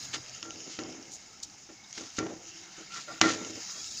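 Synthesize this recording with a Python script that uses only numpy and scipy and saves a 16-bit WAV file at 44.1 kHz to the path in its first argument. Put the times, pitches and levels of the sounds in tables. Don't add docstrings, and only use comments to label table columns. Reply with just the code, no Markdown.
import sys
import numpy as np
from scipy import signal
from scipy.fft import rfft, irfft
from scipy.io import wavfile

SR = 44100
rng = np.random.default_rng(int(sys.argv[2]) if len(sys.argv) > 2 else 0)


def elevation(decibels):
    levels = np.asarray(decibels, float)
    return 10 ** (levels / 20)


def inscribe(sig):
    pcm = np.round(np.clip(np.atleast_2d(sig).T, -1, 1) * 32767)
    wavfile.write(sys.argv[1], SR, pcm.astype(np.int16))


N = 176400
T = np.arange(N) / SR


def rms_one(x):
    return x / np.sqrt(np.mean(x ** 2) + 1e-20)


def in_time(rows):
    s, *columns = np.transpose(rows)
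    return [np.interp(T, s, column) for column in columns]


def colour(x, points):
    hz, db = np.transpose(points)
    bins_hz = np.fft.rfftfreq(N, 1 / SR) + 1
    gain_db = np.interp(np.log(bins_hz), np.log(hz), db)
    return irfft(rfft(x) * elevation(gain_db), N)


def band(x, low_hz, high_hz):
    return signal.sosfilt(signal.butter(2, [low_hz, high_hz], "band", fs=SR, output="sos"), x)


def drift(rate_hz):
    r = np.exp(-80 * np.pi * rate_hz / SR)
    noise = rng.standard_normal(N // 40 + 2002)
    slow = signal.lfilter([1], [1, -2 * r, r * r], noise)[2000:]
    return np.interp(np.arange(N) / 40, np.arange(len(slow)), rms_one(slow))


def ring(x, hz, t60_s):
    r, w = elevation(-60 / (t60_s * SR)), 2 * np.pi * hz / SR
    return signal.lfilter([0, np.sin(w)], [1, -2 * r * np.cos(w), r * r], x + 1e-18)


def patchy(x, patchy_db, edges_hz):
    out, sign = 0, 1
    for low_hz, high_hz in zip(edges_hz, edges_hz[1:]):
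        flicker_db = patchy_db * (drift(0.88) + 1.1 * drift(13.4))
        out = out + sign * elevation(flicker_db) * band(x, low_hz, high_hz)
        sign = -sign
    return out


def decay(s, db, t60_s, cut_s, rise_s):
    t = T - s
    rise = np.clip(t / rise_s, 0, 1)
    cut = np.clip((cut_s - t) / .035 + 1, 0, 1)
    return elevation(db - 60 * np.maximum(t, 0) / t60_s) * rise * cut


def swell(s, length_s, lean=1):
    return np.sin(np.pi * np.clip((T - s) / length_s, 0, 1) ** lean) ** .8


def fizz_source(extra_db):
    grains_per_s, grain_db, spread_db = 3000, 3, 3
    sizes = elevation(spread_db * np.minimum(rng.exponential(1, N), 5)) * rng.choice([-1, 1], N)
    born = rng.random(N) < grains_per_s * elevation(3 * drift(20)) / SR
    return rng.standard_normal(N) + elevation(grain_db + extra_db) * rms_one(sizes * born)


def whistles(x):
    pitches_hz = np.geomspace(1200, 7000, 26) * rng.uniform(.97, 1.03, 26)
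    sung = sum(elevation(5.5 * drift(9.4)) * ring(x, hz, t60_s=.04) for hz in pitches_hz)
    return elevation(-8) * np.std(x) * rms_one(sung)


# time_s, fizz_level_db, lower_swell_db, hollow_db, sizzle_db
BOIL_VIGOUR = [(0.0, -41, -2.5, -3, 8), (.23, -46.5, 3, -2, 2.5), (.66, -47, 2, -1, 1),
               (.85, -49, 3.5, -6, -0.5), (1.17, -51, -0.5, -5, 1), (1.5, -51.5, 1.5, -9, 2),
               (1.77, -54.5, -1, -11, 0), (1.92, -51.5, -8, -4, 2), (2.05, -48, 1, -1, 2.5),
               (2.3, -50, 2, -6.5, 0.5), (2.6, -48.5, 2.5, -3, 1.5), (2.87, -49, 5, -2, 2.5),
               (3.1, -46, 1.5, -1.5, 4), (3.4, -43.5, -0.5, -4.5, 2), (3.6, -42, 1, -5.5, 3),
               (3.8, -39, -7, -2.5, 5), (4.0, -38, -18, -7, 6.5)]
# freq_hz, level_per_hz_db
FIZZ_COLOUR = [(500, -46), (900, -68), (1300, -7.5), (1800, -13), (4100, -4.5), (6500, 0.5), (9000, -5),
               (16000, -16)]


def boil():
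    level_db, lower_db, hollow_db, sizzle_db = in_time(BOIL_VIGOUR)
    x = colour(fizz_source(extra_db=-6.5), FIZZ_COLOUR)
    low = patchy(x, 2.5, np.geomspace(500, 3200, 11))
    mid = patchy(x, 2, [3200, 3800, 4500])
    high = patchy(x, 1.8, np.geomspace(4500, 8000, 6))
    high = high - elevation(sizzle_db) * patchy(x, 1.8, np.geomspace(8000, 19000, 5))
    fizz = high + elevation(hollow_db) * mid + elevation(lower_db) * low + whistles(x)
    return elevation(level_db + 1.0 * drift(10.0)) * fizz / np.std(high)


# freq_hz, level_per_hz_db
AIR_COLOUR = [(12, -39), (24, -4), (181, 3), (572, -9), (775, -3), (1110, -12.5), (2000, -11.5), (2170, -1),
              (2500, -22.5), (3250, -43), (5500, -120)]
# time_s, level_db
AIR_LEVEL = [(0.0, -58), (1.57, -64), (4.0, -60.5)]


def room_tone():
    level_db, = in_time(AIR_LEVEL)
    x = patchy(colour(rng.standard_normal(N), AIR_COLOUR), 2.5, np.geomspace(15, 4000, 14))
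    return elevation(level_db) * x / np.std(band(x, 37, 178))


def sung_noise(rows):
    noise, out = rng.standard_normal(N), 0
    for s, length_s, hz, width_hz, db in rows:
        out = out + swell(s, length_s) * elevation(db) * rms_one(ring(noise, hz, 2.2 / width_hz))
    return out


# start_s, length_s, pitch_hz, width_hz, level_db
DRONES = [(-.1, .57, 128, 6, -53), (1.68, .38, 2200, 50, -63), (1.85, .36, 700, 30, -66),
          (2.4, 1.7, 195, 10, -64), (1.836, .018, 3700, 100, -50), (2.165, .03, 3700, 150, -52),
          (3.78, .24, 68, 25, -60), (1.425, .17, 323, 25, -61), (2.36, .4, 335, 20, -56),
          (2.34, .14, 450, 200, -57), (.68, .07, 4400, 150, -55)]


def drones():
    return sung_noise(DRONES)


# start_s, length_s, level_db, brightness_db, body_db
SPITS = [
    (0.1306, 0.039, -31, -23, -5.5),
    (0.686, 0.1, -44.5, -5, -10),
    (1.11, 0.069, -52.5, 15.5, -20),
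    (1.924, 0.18, -43, -21, -10.5),
    (1.427, .015, -37, 9, -42),
    (1.44, .018, -42.5, 5, -35),
    (3.5, .015, -41, -3, -13),
    (2.163, 0.05, -36, -18, -13),
    (2.913, 0.15, -39.5, -2, -11),
    (3.213, 0.17, -32.5, -26, -9),
]


def spits():
    x = fizz_source(extra_db=4.5)
    core, top = rms_one(band(x, 2400, 10100)), rms_one(band(x, 6770, 11900))
    core = band(band(core, 3800, 12000), 3300, 14000)
    body = rms_one(band(x, 1100, 3500))
    out = 0
    for s, length_s, db, bright_db, body_db in SPITS:
        gust = core + elevation(body_db) * body + elevation(bright_db) * top
        out = out + swell(s, length_s, lean=0.73) * elevation(db) * gust
    return out


# start_s, thump_db, clang_db, crack_db, tail_cut_s
KNOCKS = [(.14, -37, -34.5, -30.5, 0.039), (.428, -41.5, -41, -43, 0.067), (.454, -40, -59, -68, 0.051),
          (.53, -38.5, -60, -58, 0.17), (0.789, -28.5, -33, -35, 0.29), (1.691, -39.5, -45.5, -67, 0.022),
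          (1.977, -35, -42, -32, 0.048), (2.185, -21.5, -25, -30.5, 0.18), (2.781, -37, -51, -44, 0.035),
          (3.2092, -52, -44, -40, .004), (3.2133, -18, -14, -9, .38), (3.246, -29, -34, -45, .05),
          (3.438, -41, -52, -57, 0.024), (.881, -40, -55, -60, 0.045), (.969, -48, -51, -60, .05),
          (3.381, -52, -43, -52, 0.12), (3.498, -37.5, -59, -52, 0.012), (3.555, -41, -45.5, -46, 0.045)]
# start_s, length_s, thump_db, clang_db
SLIDES = [
    (2.005, 0.066, -52.5, -58),
    (3.2, 0.034, -59, -48),
    (2.956, 0.027, -52, -44),
    (3.078, 0.1, -49.5, -51),
    (3.681, 0.1, -68, -54),
    (3.753, 0.077, -57.5, -61),
    (3.225, 0.062, -40, -36.5),
    (0.66, .12, -53.5, -62.5),
]


def struck_body(modes, t60_s, rattle_db, broad_db, low_hz, high_hz, rise_s, axis):
    feed, push = 0, 0
    for knock in KNOCKS:
        s, db, cut_s = knock[0], knock[axis], knock[4]
        feed = feed + decay(s, db + rattle_db, t60_s, cut_s, rise_s)
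        push = push + decay(s, db - 3.5, 0.014, cut_s, .5 * rise_s)
    slides = sum(decay(k[0], k[axis + 1], 1.2, k[1], .004) for k in SLIDES)
    feed = feed + slides
    noise = rng.standard_normal(N) * elevation(3.9 * drift(65))
    out = (elevation(broad_db) * (feed - 0.39 * slides) + push) * rms_one(band(noise, low_hz, high_hz))
    at = [int(k[0] * SR) for k in KNOCKS]
    for hz, db, mode_t60_s in modes:
        clicks = np.zeros(N)
        clicks[at] = elevation(np.array(KNOCKS)[:, axis] + rng.normal(0, 1.3, len(at)) - 8.5)
        phase = 2 * np.pi * hz * T + 0.5 / mode_t60_s * drift(16.1)
        kept = elevation(3.5 * drift(18.0)) * np.sin(phase)
        out += elevation(db) * (ring(clicks, hz, 0.34 * mode_t60_s) + feed * kept)
    return out


# pitch_hz, level_db, t60_s
THUMP_MODES = [(108, -11, .4), (205, -12, .25), (262, -6, .35), (323, 1, .6), (375, -10, .2),
               (435, -8, .25), (608, -16, .25), (773, -16, .3)]


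def thump():
    return struck_body(THUMP_MODES, t60_s=0.76, rattle_db=-9, broad_db=-2.5,
                       low_hz=161.5, high_hz=552, rise_s=0.0072, axis=1)


# pitch_hz, level_db, t60_s
CLANG_MODES = [(1040, -12, .15), (1170, -8, .2), (1300, -11, .15), (1367, 0, .5), (1443, -12, .3),
               (1518, -9, .2), (1828, -6, .3), (2005, -8, .2), (2300, -12, .1)]


def clang():
    return struck_body(CLANG_MODES, t60_s=0.53, rattle_db=-18.5, broad_db=0.5,
                       low_hz=550, high_hz=2680, rise_s=0.00076, axis=2)


def cracks():
    edge = 0
    for s, _, _, db, cut_s in KNOCKS:
        softer = elevation(-.7 * (db + 8))
        edge = edge + decay(s, db + 3.0, 0.017 * softer ** 0.26, cut_s, 0.00044 * softer)
        edge = edge + decay(s, db - 21, 0.35, cut_s, 0.0012)
    return edge * rms_one(band(rng.standard_normal(N), 960, 8900))


# start_s, peak_db, pitch_hz, lower_ring_db
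TICKS = [(0.2614, -37, 6480, -8), (0.2947, -32, 5630, -18), (0.348, -33, 6400, -21), (0.38, -36, 6500, -16),
         (0.4274, -23, 5360, -10.5), (0.4594, -34, 6020, -18), (0.5057, -25.5, 6000, -11),
         (0.5585, -33, 5110, -13), (0.603, -30, 5500, -11), (0.7895, -27.5, 5630, -20),
         (0.835, -29.5, 5370, -24), (0.9038, -36, 6180, -17), (0.9243, -32.5, 5520, -29),
         (0.9443, -38, 6060, -20), (1.0258, -33, 5270, -18), (1.053, -38, 6230, -12),
         (1.129, -32, 6340, -25), (1.1654, -34.5, 6160, -23), (1.242, -39, 6100, -24),
         (1.3733, -43, 6640, -20), (1.4007, -35.5, 6130, -20), (1.4344, -28, 5760, -31),
         (1.498, -38, 4740, -22), (1.583, -40, 6100, -17), (1.908, -31.5, 5700, -32),
         (1.9274, -25.5, 6300, -26), (1.9754, -32, 5180, -26), (2.0088, -29, 6430, -18),
         (2.1026, -31, 6320, -21), (2.1876, -17, 6500, -22), (2.2657, -35, 6580, -14),
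         (2.3077, -40, 5420, -16), (2.453, -32.5, 6180, -18), (2.6584, -36, 6100, -16),
         (2.9204, -37, 5980, -15), (2.945, -30, 6100, -17), (3.4471, -28, 5950, -14),
         (3.672, -35, 6260, -24), (3.8425, -26.5, 6760, -17), (3.9724, -23.5, 6080, -22)]


def ticks():
    t60_s, trim_db, lag_s, lower_hz = .007, -2, .001, 2900
    t = np.arange(600) / SR
    out = np.zeros(N)
    for s, db, hz, lower_db in TICKS:
        tone = np.sin(2 * np.pi * hz * t)
        lower = elevation(lower_db + 10.5) * np.sin(2 * np.pi * lower_hz * t)
        click = 0.9 * band(rng.standard_normal(600), 3600, 8400)
        envelope = elevation(-60 * t / t60_s) * np.minimum(t / 0.00014, 1)
        i = int((s + lag_s) * SR)
        out[i:i + 600] += elevation(db + trim_db) * envelope * (tone + lower + click)
    return out


# start_s, length_s, pitch_hz, width_hz, level_db
DRAGS = [(3.072, .05, 594, 28, -47), (3.09, 0.059, 760, 44, -52), (3.074, .07, 1180, 27, -52),
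         (3.074, 0.059, 1400, 25, -48), (3.14, .055, 1400, 27, -51.5), (3.08, .12, 1850, 22, -54),
         (3.09, .1, 312, 40, -48.5), (2.9, 0.09, 1370, 36, -46), (.42, .13, 1370, 31, -55.5),
         (1.425, 0.074, 88, 40, -56), (3.1, .05, 690, 73, -54), (3.213, .085, 1367, 15, -33),
         (1.023, .16, 297, 110, -54.5), (3.73, 0.097, 630, 150, -58)]


def drags():
    return sung_noise(DRAGS)


def scene():
    gas = boil() + spits() + ticks()
    tray = thump() + clang() + cracks() + drags()
    return (gas + tray + room_tone() + drones())[None]


def limiter_duck():
    start_s, length_s, depth_db, ramp_s = 3.2005, 0.0076, -15, 0.0018
    inside_s = np.minimum(T - start_s, start_s + length_s - T)
    return elevation(depth_db * np.clip(inside_s / ramp_s, 0, 1))


# freq_hz, level_per_hz_db
MICROPHONE_TOP = [(55, -10), (95, -5.5), (7000, 1), (7750, -14), (9000, -25.5), (13500, -33.5), (15300, -9),
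                  (15700, -8), (15880, -40)]


def microphone_colour(x):
    x = colour(x, MICROPHONE_TOP)
    return signal.sosfilt(signal.cheby2(12, 60, 16100, fs=SR, output="sos"), x)


def top_cut(x):
    return signal.sosfilt(signal.butter(12, 16910, fs=SR, output="sos"), x)


def record(dry):
    held = dry[0] / (1 + (dry[0] / .95) ** 6) ** (1 / 6)
    hiss = elevation(-56) * rng.standard_normal(N)
    mix = microphone_colour((held + hiss) * limiter_duck())
    return top_cut(mix[None])


dry = scene()
out = record(dry)
inscribe(out)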